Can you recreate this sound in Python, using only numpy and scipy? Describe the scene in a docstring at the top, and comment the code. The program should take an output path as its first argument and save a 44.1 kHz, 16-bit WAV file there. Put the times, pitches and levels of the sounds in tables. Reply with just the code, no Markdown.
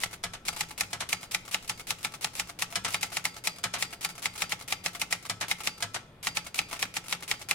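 """On a desk in a quiet room, a portable manual typewriter is typed on quickly, close to a stereo microphone.
Levers scrape and click as grainy filtered noise, type bars slap the platen with a crack and ringing modes,
the frame rattles, the desk thumps, and each bar clatters back into its basket. The space bar clacks going
down and coming up. The room adds a noise tail; a steady hush and a faint deep rumble lie underneath."""
import sys
import numpy as np
from scipy import signal
from scipy.fft import rfft, irfft
from scipy.io import wavfile

SR = 44100
rng = np.random.default_rng(int(sys.argv[2]) if len(sys.argv) > 2 else 0)


def int16_out(signal):
    """Quantize to a 16-bit WAV file."""
    q = np.round(np.clip(np.atleast_2d(signal).T, -1, 1) * 32767)
    wavfile.write(sys.argv[1], SR, q.astype(np.int16))


N = 332514
T = np.arange(int(.3 * SR)) / SR  # seconds, for short sounds
T_LONG = np.arange(int(.7 * SR)) / SR  # seconds, for long rings and the room

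# The letter keys. Each row: strike in seconds, slap in dB, key travel before the strike in seconds,
# fall of the bar after it in seconds, landing in the basket in dB, share of spring ring from 0 to 1.
LETTER_KEYS = [(0.0356, -21.5, 0.033, .093, -37, 0), (0.4839, -22, 0.032, 0.08, -37, 0.8),
               (0.6083, -22.5, 0.045, 0.098, -37, 0.1), (0.8087, -19, 0.031, 0.12, -44, 0),
               (1.1287, -18.5, 0.039, 0.1, -37.5, 0.7), (1.3469, -20, .036, 0.13, -38.5, 0),
               (1.5446, -19, .033, 0.1, -45, 0), (1.696, -24.5, 0.019, 0.099, -37, 0.5),
               (1.9058, -21.5, 0.036, 0.1, -47.5, 0), (2.0475, -23.5, 0.018, 0.09, -36.5, 0),
               (2.2452, -21.5, .035, 0.11, -56, 0), (2.3972, -22.5, 0.045, 0.094, -36.5, 0.2),
               (2.622, -21, 0.033, .101, -36.5, 0), (2.944, -20.5, 0.04, 0.11, -41, 0.8),
               (3.03, -22, .02, .088, -38, .6), (3.1694, -23, 0.038, .095, -40, 0),
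               (3.2532, -20, 0.012, 0.11, -38.5, 0.7), (3.4728, -19, 0.034, 0.11, -41, 1),
               (3.825, -21, 0.041, .1, -37.5, 0.8), (4.048, -22, 0.039, .13, -39.5, .6),
               (4.257, -20, 0.036, .096, -38.5, 0.5), (4.4206, -21, 0.043, 0.11, -48, 0.7),
               (4.5212, -22.5, 0.027, 0.088, -39, 0.1), (4.7242, -21, .046, 0.14, -39, 0.5),
               (4.8612, -21.5, 0.021, .087, -34.5, 0), (5.0162, -22.5, 0.02, 0.11, -47, 0.1),
               (5.1263, -18.5, 0.018, .124, -38, 0.1), (5.5132, -18.5, 0.031, 0.089, -35, 0),
               (5.673, -20, 0.038, 0.13, -37.5, 1), (6.2706, -21, .0425, .095, -40, 1),
               (6.3707, -22, 0.018, 0.092, -37, .8), (6.5904, -17, 0.047, 0.12, -37, 0.7),
               (6.827, -20, 0.035, 0.14, -59, 0), (6.9672, -24.5, 0.027, 0.091, -45, 0),
               (7.1261, -21.5, 0.043, 0.097, -36.5, 0), (7.3134, -19, .035, 0.1, -37.5, 0.6),
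               (7.5111, -16.5, 0.024, .095, -41, .4)]
# Spectrum of the scraping key levers. Each row: frequency in Hz, level in dB.
LINKAGE_SPECTRUM = [(100, -12.5), (500, -6), (1300, -2), (1600, -6), (2300, 2), (3200, -2.5), (6000, -3.5),
                    (11000, -3), (16000, -16)]
# Spectrum of contacts in the type basket. Each row: frequency in Hz, level in dB.
BASKET_SPECTRUM = [(100, -7.5), (500, -7), (820, -3), (1000, -7), (1350, 1.5), (1600, -5), (2300, -2.5),
                   (3500, -6), (6000, -6), (10000, -6.5), (16000, -17.5)]


def undb(db):
    """Decibels to gain."""
    return 10 ** (np.asarray(db) / 20)


def level(x, db, span_s):
    """Scale a sound so that its first span_s seconds have this rms level."""
    opening = x[:, :int(span_s * SR)]
    return x * undb(db) / np.sqrt(np.mean(opening ** 2))


def add(out, s, x):
    """Mix a sound in at time s in seconds."""
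    start = max(int(s * SR), 0)
    out[:, start:start + x.shape[1]] += x[:, :max(N - start, 0)]


def colour(x, points, bright_db=0):
    """Minimum-phase filter with the given spectrum; brightness tilts 2.5-7 kHz and shifts all above."""
    size = 2048
    log_hz = np.log(np.maximum(np.arange(size // 2 + 1) * SR / size, 1))
    hz, db = np.transpose(points)
    treble = np.interp(log_hz, np.log([2500, 7000]), [0, 1])
    db = np.interp(log_hz, np.log(hz), db) + bright_db * treble
    # folding the cepstrum onto positive times makes the filter causal
    cepstrum = irfft(np.log(undb(db)))
    cepstrum[1:size // 2] *= 2
    cepstrum[size // 2 + 1:] = 0
    impulse = irfft(np.exp(rfft(cepstrum)))
    return signal.oaconvolve(x, impulse[None], axes=1)[:, :x.shape[1]]


def noise(size, apart_hz=1300):
    """Stereo noise: alike in the bass, increasingly unrelated towards the treble."""
    mid, side = rng.standard_normal((2, size))
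    side = signal.lfilter(*signal.butter(1, apart_hz, "high", fs=SR), side)
    return np.array([mid + side, mid - side])


def chatter(envelope, grain_db, size=30):
    """Dense tiny metal contacts, each size samples long and of uneven strength, under an envelope."""
    strengths = undb(grain_db * rng.standard_normal(len(envelope) // size + 1))
    contacts = np.repeat(strengths, size)[:len(envelope)]
    return noise(len(envelope), apart_hz=1660) * contacts * envelope


def fade(t60_s, t=T):
    """Exponential decay by 60 dB in t60_s seconds."""
    return undb(-60 * t / t60_s)


def bounce(delay_s, t60_s):
    """Envelope of a later contact: silence, a sudden start, a decay."""
    return (T > delay_s) * fade(t60_s, np.abs(T - delay_s))


def ring(modes, detune, scatter_db, rise_s, loose, t=T):
    """Decaying modes; every blow weights and detunes them anew, and a loose contact scatters their phases."""
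    out = np.zeros((2, len(t)))
    draws = rng.standard_normal((len(modes), 3))
    for (hz, db, t60_s, pan_db), (pitch, weight, phase) in zip(modes, draws):
        u = t[t < 1.2 * t60_s]
        struck_hz = hz * (1 + detune * pitch)
        wave = np.sin(2 * np.pi * struck_hz * u + loose * phase) * fade(t60_s, u)
        sides_db = np.array([[pan_db], [-pan_db]]) / 2
        out[:, :len(u)] += undb(db + scatter_db * weight + sides_db) * wave
    return out * (1 - np.exp(-t / rise_s))


def hush():
    """The quiet room's low hush: steady filtered noise."""
    # Spectrum of the hush. Each row: frequency in Hz, level in dB.
    hush_spectrum = [(25, -11), (60, -4.5), (130, 1), (260, -6.5), (500, -8.5), (1000, -15), (2000, -21),
                     (3500, -26), (6000, -40), (11000, -36.5), (16000, -46)]
    return level(colour(noise(N), hush_spectrum), -54, N / SR)


def rumble():
    """A deep rumble of low-filtered noise swells twice early on, then stays faint."""
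    # Spectrum of the rumble. Each row: frequency in Hz, level in dB.
    rumble_spectrum = [(20, -3), (33, -2), (55, -8), (90, -26), (300, -55)]
    # Course of the rumble. Each row: time in seconds, level in dB before an overall cut of 1.4 dB.
    rumble_course = [(0.0, -62), (0.4, -54), (1.04, -70), (1.73, -58), (1.98, -69), (7.33, -69), (7.5, -76)]
    course_db = np.interp(np.arange(N) / SR, *np.transpose(rumble_course))
    return level(colour(noise(N), rumble_spectrum), -1.4, N / SR) * undb(course_db)


def room(x, wet_db, t60_s):
    """A small furnished room: a diffuse tail that builds up over the first reflections."""
    # Spectrum of the room's tail. Each row: frequency in Hz, level in dB.
    tail_spectrum = [(100, 8.5), (500, -1), (1400, -0.5), (2500, -0.5), (6000, -0.5), (11000, -6.5),
                     (16000, -1)]
    build_up = 1 - np.exp(-T_LONG / 0.0053)
    tail = noise(len(T_LONG), apart_hz=500) * fade(t60_s, T_LONG) * build_up
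    tail = colour(tail, tail_spectrum)
    tail *= undb(wet_db) / np.sqrt(np.sum(tail ** 2) / 2)
    return signal.oaconvolve(x, tail, axes=1)[:, :N]


def shell(db):
    """The thin metal shell sings on faintly after a hard blow, in long-lived modes."""
    # Modes of the shell. Each row: frequency in Hz, level in dB, t60 in seconds, left minus right in dB.
    shell_modes = [(245.5, -5, 0.7, 1.5), (517, -8.5, 0.41, 0), (1323, 2, 0.6, 4), (1467, -9, 0.69, 0),
                   (2470, -9.5, 0.93, 2), (3460, -8.5, 0.76, 6)]
    song = ring(shell_modes, detune=0.00797, scatter_db=2, rise_s=0.008, loose=2.17, t=T_LONG)
    return level(song, db, 0.039)


def thump(db, push_hz, slope_db=4.5):
    """The desk takes the blow slowly and booms, most in the modes near the pitch of the push."""
    # Modes of the desk under the machine.
    # Each row: frequency in Hz, level in dB, t60 in seconds, left minus right in dB.
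    desk_modes = [(57.6, -11, 0.2, 2), (108.9, -5, .26, 2), (138.7, -5, 0.11, -3), (176.8, 1, 0.23, 1.5),
                  (256, -9, 0.13, -1)]
    pushed = []
    for hz, mode_db, t60_s, pan_db in desk_modes:
        octaves_off = abs(np.log2(hz / push_hz))
        pushed.append((hz, mode_db - slope_db * octaves_off, t60_s, pan_db))
    return level(ring(pushed, detune=.03, scatter_db=3.0, rise_s=0.009, loose=1), db, 0.051)


def drop(db, bright_db):
    """A type bar or lever drops on its rest, hops once and makes the basket ring."""
    # Modes of the type basket.
    # Each row: frequency in Hz, level in dB, t60 in seconds, left minus right in dB.
    basket_modes = [(694, -4, 0.12, -1), (854, 0, 0.077, -7), (997, -5.5, 0.057, 12),
                    (1159, -0.5, 0.053, 12), (1319, -4, 0.088, 2), (2165, 2.5, 0.058, 2),
                    (2756, -5.5, 0.054, 10), (3430, -6, 0.047, 3), (4040, -6, .05, 2)]
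    when, force = rng.random(2)
    contacts = (1 - np.exp(-T / 0.0015)) * fade(0.096)
    contacts += 0.6 * force * bounce(0.0045 + .01 * when, 0.072)
    clatter = colour(chatter(contacts, grain_db=3.5), BASKET_SPECTRUM, bright_db - 3.0)
    clatter = level(clatter, -2.13, 0.0081)
    # a dull contact is a heavy one and rings the basket more
    clunk = ring(basket_modes, detune=0.0085, scatter_db=5.5, rise_s=0.0024, loose=2.13)
    clunk = level(clunk, -8 - 0.67 * bright_db, 0.015)
    return (clatter + clunk) * undb(db)


def returns():
    """After each strike a lever ticks and the bar lands; rebounds and a soft stroke add a few knocks."""
    # Extra knocks: bars rebounding just after a strike, a half-hearted key stroke, other lever contacts.
    # Each row: time in seconds, drop level in dB,
    # brightness in dB relative to a drop's own, which is 3 dB down in the treble.
    extra_knocks = [(0.525, -39.5, 1), (2.8791, -32, 0.5), (4.0889, -38.5, 2), (6.728, -30, -1),
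                    (6.7582, -41.5, -4)]
    out = np.zeros((2, N))
    for s, _, _, fall_s, db, _ in LETTER_KEYS:
        # the tick comes 79 % of the way through the bar's fall
        add(out, s + .79 * fall_s, drop(-45.5, bright_db=5))
        # a landing heavier than the usual -39 dB is duller
        add(out, s + fall_s, drop(db, bright_db=1.5 - 0.4 * (db + 39)))
    for s, db, bright_db in extra_knocks:
        add(out, s, drop(db, bright_db))
    return out


def linkage(length_s, db):
    """The key levers click into motion and scrape along in jerks until the type bar lands."""
    scrape = 0.67 + 0.33 * T / length_s + 0.53 * fade(0.025)
    push = np.where(T < length_s, scrape, np.exp(-np.abs(T - length_s) / 0.0031))
    steps = T[::250]
    jerks = undb(2 * np.interp(T, steps, rng.standard_normal(len(steps))))
    return level(colour(chatter(push * jerks, grain_db=2.0), LINKAGE_SPECTRUM), db, length_s)


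def escapement(db):
    """The escapement's pawl trips: a short burst of tiny metal contacts."""
    trip = chatter(fade(0.069), grain_db=1.5)
    return level(colour(trip, LINKAGE_SPECTRUM, bright_db=1), db, 0.0089)


def space_bar(blows, bright_db, hold_s, t60_s, landing_db, rack_db, desk_db):
    """The same parts collide each time: they judder, the carriage lands and rings, and the desk thumps."""
    # Spectrum of bar, stop and carriage. Each row: frequency in Hz, level in dB.
    carriage_spectrum = [(100, -13.5), (400, -6.5), (900, -0.5), (1500, -1), (2300, -4), (3300, -3),
                         (5300, -5), (8000, -6.5), (11000, -11), (16000, -29.5)]
    # Modes of the space bar and carriage rack.
    # Each row: frequency in Hz, level in dB, t60 in seconds, left minus right in dB.
    rack_modes = [(696, 0.5, 0.075, -3), (1280, -7.5, 0.12, -4), (1680, -10.5, 0.12, -11),
                  (2025, 0, 0.062, -5), (2275, 1, 0.058, 2), (2450, 1, 0.038, 12), (3030, -5, 0.084, 0),
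                  (4130, -8.5, 0.07, 7), (5030, -13, 0.092, -2), (5570, -8, 0.091, 4)]
    out = np.zeros((2, N))
    steel = noise(len(T))  # the countless modes of bar and stop
    for s, db in blows:
        held = fade(t60_s, np.maximum(T - hold_s, 0))  # full strength for hold_s, then a decay
        judder = (1 - np.exp(-T / 0.00041)) * (held + .06 * fade(0.25))
        clack = steel * judder + .5 * chatter(judder, grain_db=3)
        clack = level(colour(clack, carriage_spectrum, bright_db), -0.51, .012)
        landing = chatter(bounce(.016, 0.12), grain_db=3.5)
        landing = level(colour(landing, carriage_spectrum, bright_db=-16), landing_db, 0.02)
        rack = ring(rack_modes, detune=0.0029, scatter_db=1.5, rise_s=0.0045, loose=1.57)
        rack = level(rack, rack_db, 0.015)
        add(out, s - .006, escapement(db - 19.5))
        add(out, s, (clack + landing + rack) * undb(db))
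        add(out, s + 0.0078, thump(db + desk_db, push_hz=108, slope_db=12))
        add(out, s, shell(db - 27.5))
    return out


def spaces():
    """The space bar clacks down, the carriage jumps one step, and the bar comes up against its stop."""
    # Strokes of the space bar. Each row: pressed at in seconds, press level in dB, held for in seconds,
    # release level in dB; the colliding parts are set relative to these levels.
    strokes = [(0.237, -28.5, .097, -37), (0.93, -30, .074, -29.5), (2.7555, -25, .091, -26.5),
               (3.6385, -25, .0985, -28), (5.2965, -26.5, .113, -28), (5.824, -26, .119, -29.5)]
    presses = [(s, db) for s, db, _, _ in strokes]
    releases = [(s + held_s, db) for s, _, held_s, db in strokes]
    down = space_bar(presses, bright_db=2.2, hold_s=0.0035, t60_s=0.062,
                     landing_db=-17, rack_db=-7.0, desk_db=-21.5)
    up = space_bar(releases, bright_db=0.5, hold_s=0.0078, t60_s=0.085,
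                   landing_db=-11.5, rack_db=-12, desk_db=-24)
    return down + up


def spring_ring():
    """A key spring sings on in one long-lived high mode."""
    # Mode of a key spring. Each row: frequency in Hz, level in dB, t60 in seconds, left minus right in dB.
    spring_modes = [(4754, 0, .55, 0)]
    song = ring(spring_modes, detune=0.00041, scatter_db=0, rise_s=.002, loose=1.8, t=T_LONG)
    return level(song, -49, 0.05)


def frame(db, bright_db, steel):
    """The blow spreads: steel rings, loose parts rattle, the platen answers late and the carriage settles."""
    # Spectrum of the rattling frame. Each row: frequency in Hz, level in dB.
    frame_spectrum = [(100, -22.5), (400, -12), (800, -7), (1550, -6.5), (2200, -2), (3300, -4),
                      (4700, -7.5), (7000, -7.5), (11000, -13.5), (16000, -27.5)]
    # Modes of the platen and carriage.
    # Each row: frequency in Hz, level in dB, t60 in seconds, left minus right in dB.
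    platen_modes = [(594, -12.5, 0.045, 2), (700, -13, 0.061, -2), (796, 0.5, 0.046, 2.5),
                    (853.3, 0.5, 0.054, 1), (940, -22, 0.021, 10), (1156, -4.5, 0.055, 7),
                    (1320, -3.5, 0.064, -3), (1421, -8.5, 0.06, 4), (1748, -5, 0.055, -8)]
    shake = (1 - np.exp(-T / 0.0013)) * (fade(0.054) + 0.058 * fade(0.13))
    rattle = chatter(shake, grain_db=3.5) + 0.6 * steel * shake
    rattle = level(colour(rattle, frame_spectrum, bright_db), -0.88, 0.028)
    platen = ring(platen_modes, detune=0.006, scatter_db=0.9, rise_s=0.0028, loose=0.87)
    platen = level(platen, -6.6, 0.019)
    late, force = rng.standard_normal(2)
    settle = chatter(bounce(.02 + .004 * late, 0.06), grain_db=3.0)
    settle = level(colour(settle, BASKET_SPECTRUM, bright_db=-9.0), -15.5 + 2 * force, 0.033)
    return (rattle + platen + settle) * undb(db)


def slap(db, bright_db, flex_hz=2300, contact_s=0.0021):
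    """The type slug meets paper and platen: a crack, the bar flexes in contact, and the guide rings on."""
    # Spectrum of the crack. Each row: frequency in Hz, level in dB.
    slap_spectrum = [(100, -25), (300, -17), (700, -15), (1500, -10), (2200, -5.5), (3200, -6.5),
                     (4500, 1.5), (6500, 2), (8700, -11), (12000, -10), (16000, -32)]
    # Modes of the type bar and its guide.
    # Each row: frequency in Hz, level in dB, t60 in seconds, left minus right in dB.
    guide_modes = [(1940, -1.5, 0.024, -8), (2140, -0.5, 0.031, -8), (2454, -8, 0.031, 19.5),
                   (2780, -7, 0.0094, 17), (3095, -11, 0.022, -22), (3906, -4.5, 0.025, 15.5),
                   (4590, -5, 0.015, 1), (5070, -27, 0.021, -24), (8680, -3, 0.013, 4.5)]
    recoil = 7  # samples
    blow = np.zeros((2, len(T)))
    blow[:, 0], blow[:, recoil] = .7, -1
    crack = level(colour(blow, slap_spectrum, bright_db), -7, 0.0032)
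    # each type bar has its own stiffness
    bar_hz = flex_hz * (1 + 0.1 * rng.standard_normal())
    contact = (1 - np.exp(-T / 0.0002)) * np.exp(-(T / contact_s) ** 4)
    side_phase = np.array([[.3], [-.3]])  # radians, left and right
    flex = np.sin(2 * np.pi * bar_hz * T + side_phase) * contact
    flex = level(flex, -3.5 - .7 * bright_db, 0.0028)
    guide = ring(guide_modes, detune=0.011, scatter_db=1.5, rise_s=0.00096, loose=2.0)
    guide = level(guide, -7, 0.0024)
    buzz = colour(chatter(fade(0.0092), grain_db=6.0), LINKAGE_SPECTRUM, bright_db)
    buzz = level(buzz, -7.8, 0.0049)
    return level(buzz - crack + flex + guide, db, 0.0032)


def letters():
    """Every letter: scrape, pawl tick, slap, rattle, thump, and the after-ring of shell and spring."""
    out = np.zeros((2, N))
    steel = noise(len(T))  # the frame's countless modes, the same for every letter
    tones = rng.standard_normal(len(LETTER_KEYS))
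    for (s, slap_db, travel_s, _, _, spring), tone in zip(LETTER_KEYS, tones):
        force_db = slap_db + 21  # against a usual slap of -21 dB
        # the frame rattles much the same after any stroke
        frame_db = -31 + 0.16 * force_db
        # strikes get duller by 0.76 dB a second as the carriage moves along; keys differ
        bright_db = 3.5 - 0.76 * s + 1.6 * tone
        # a harder stroke scrapes louder
        add(out, s - travel_s, linkage(travel_s, db=-37 + 0.73 * force_db))
        # the pawl trips just before the type lands
        add(out, s - .0048, escapement(db=-36.5 + 0.36 * force_db))
        add(out, s, slap(slap_db, bright_db))
        add(out, s, frame(frame_db, bright_db, steel))
        add(out, s, thump(frame_db - 21.3, push_hz=177, slope_db=1.5))
        add(out, s, shell(frame_db - 31))
        add(out, s, spring * spring_ring())
    return out


def scene():
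    """The machine on its desk, the room around it, a low steady hush and a deep rumble."""
    machine = letters() + returns() + spaces()
    return machine + room(machine, wet_db=-16.5, t60_s=0.39) + hush() + rumble()


def record(dry):
    """The stereo microphone: its right port is slightly further off and duller; the top is cut."""
    right_spectrum = [(100, -0.3), (1000, -2.0), (4500, 0.5), (9000, -1.57), (13000, -4.0)]  # Hz, dB
    right = colour(dry[1:], right_spectrum)[0]
    lag = 2  # samples
    ports = np.array([dry[0], np.pad(right, (lag, 0))[:N]])
    top_cut = signal.ellip(8, .2, 70, 16100, fs=SR, output="sos")  # low-pass at 16.1 kHz
    return signal.sosfilt(top_cut, ports)


dry = scene()
out = record(dry)
int16_out(out)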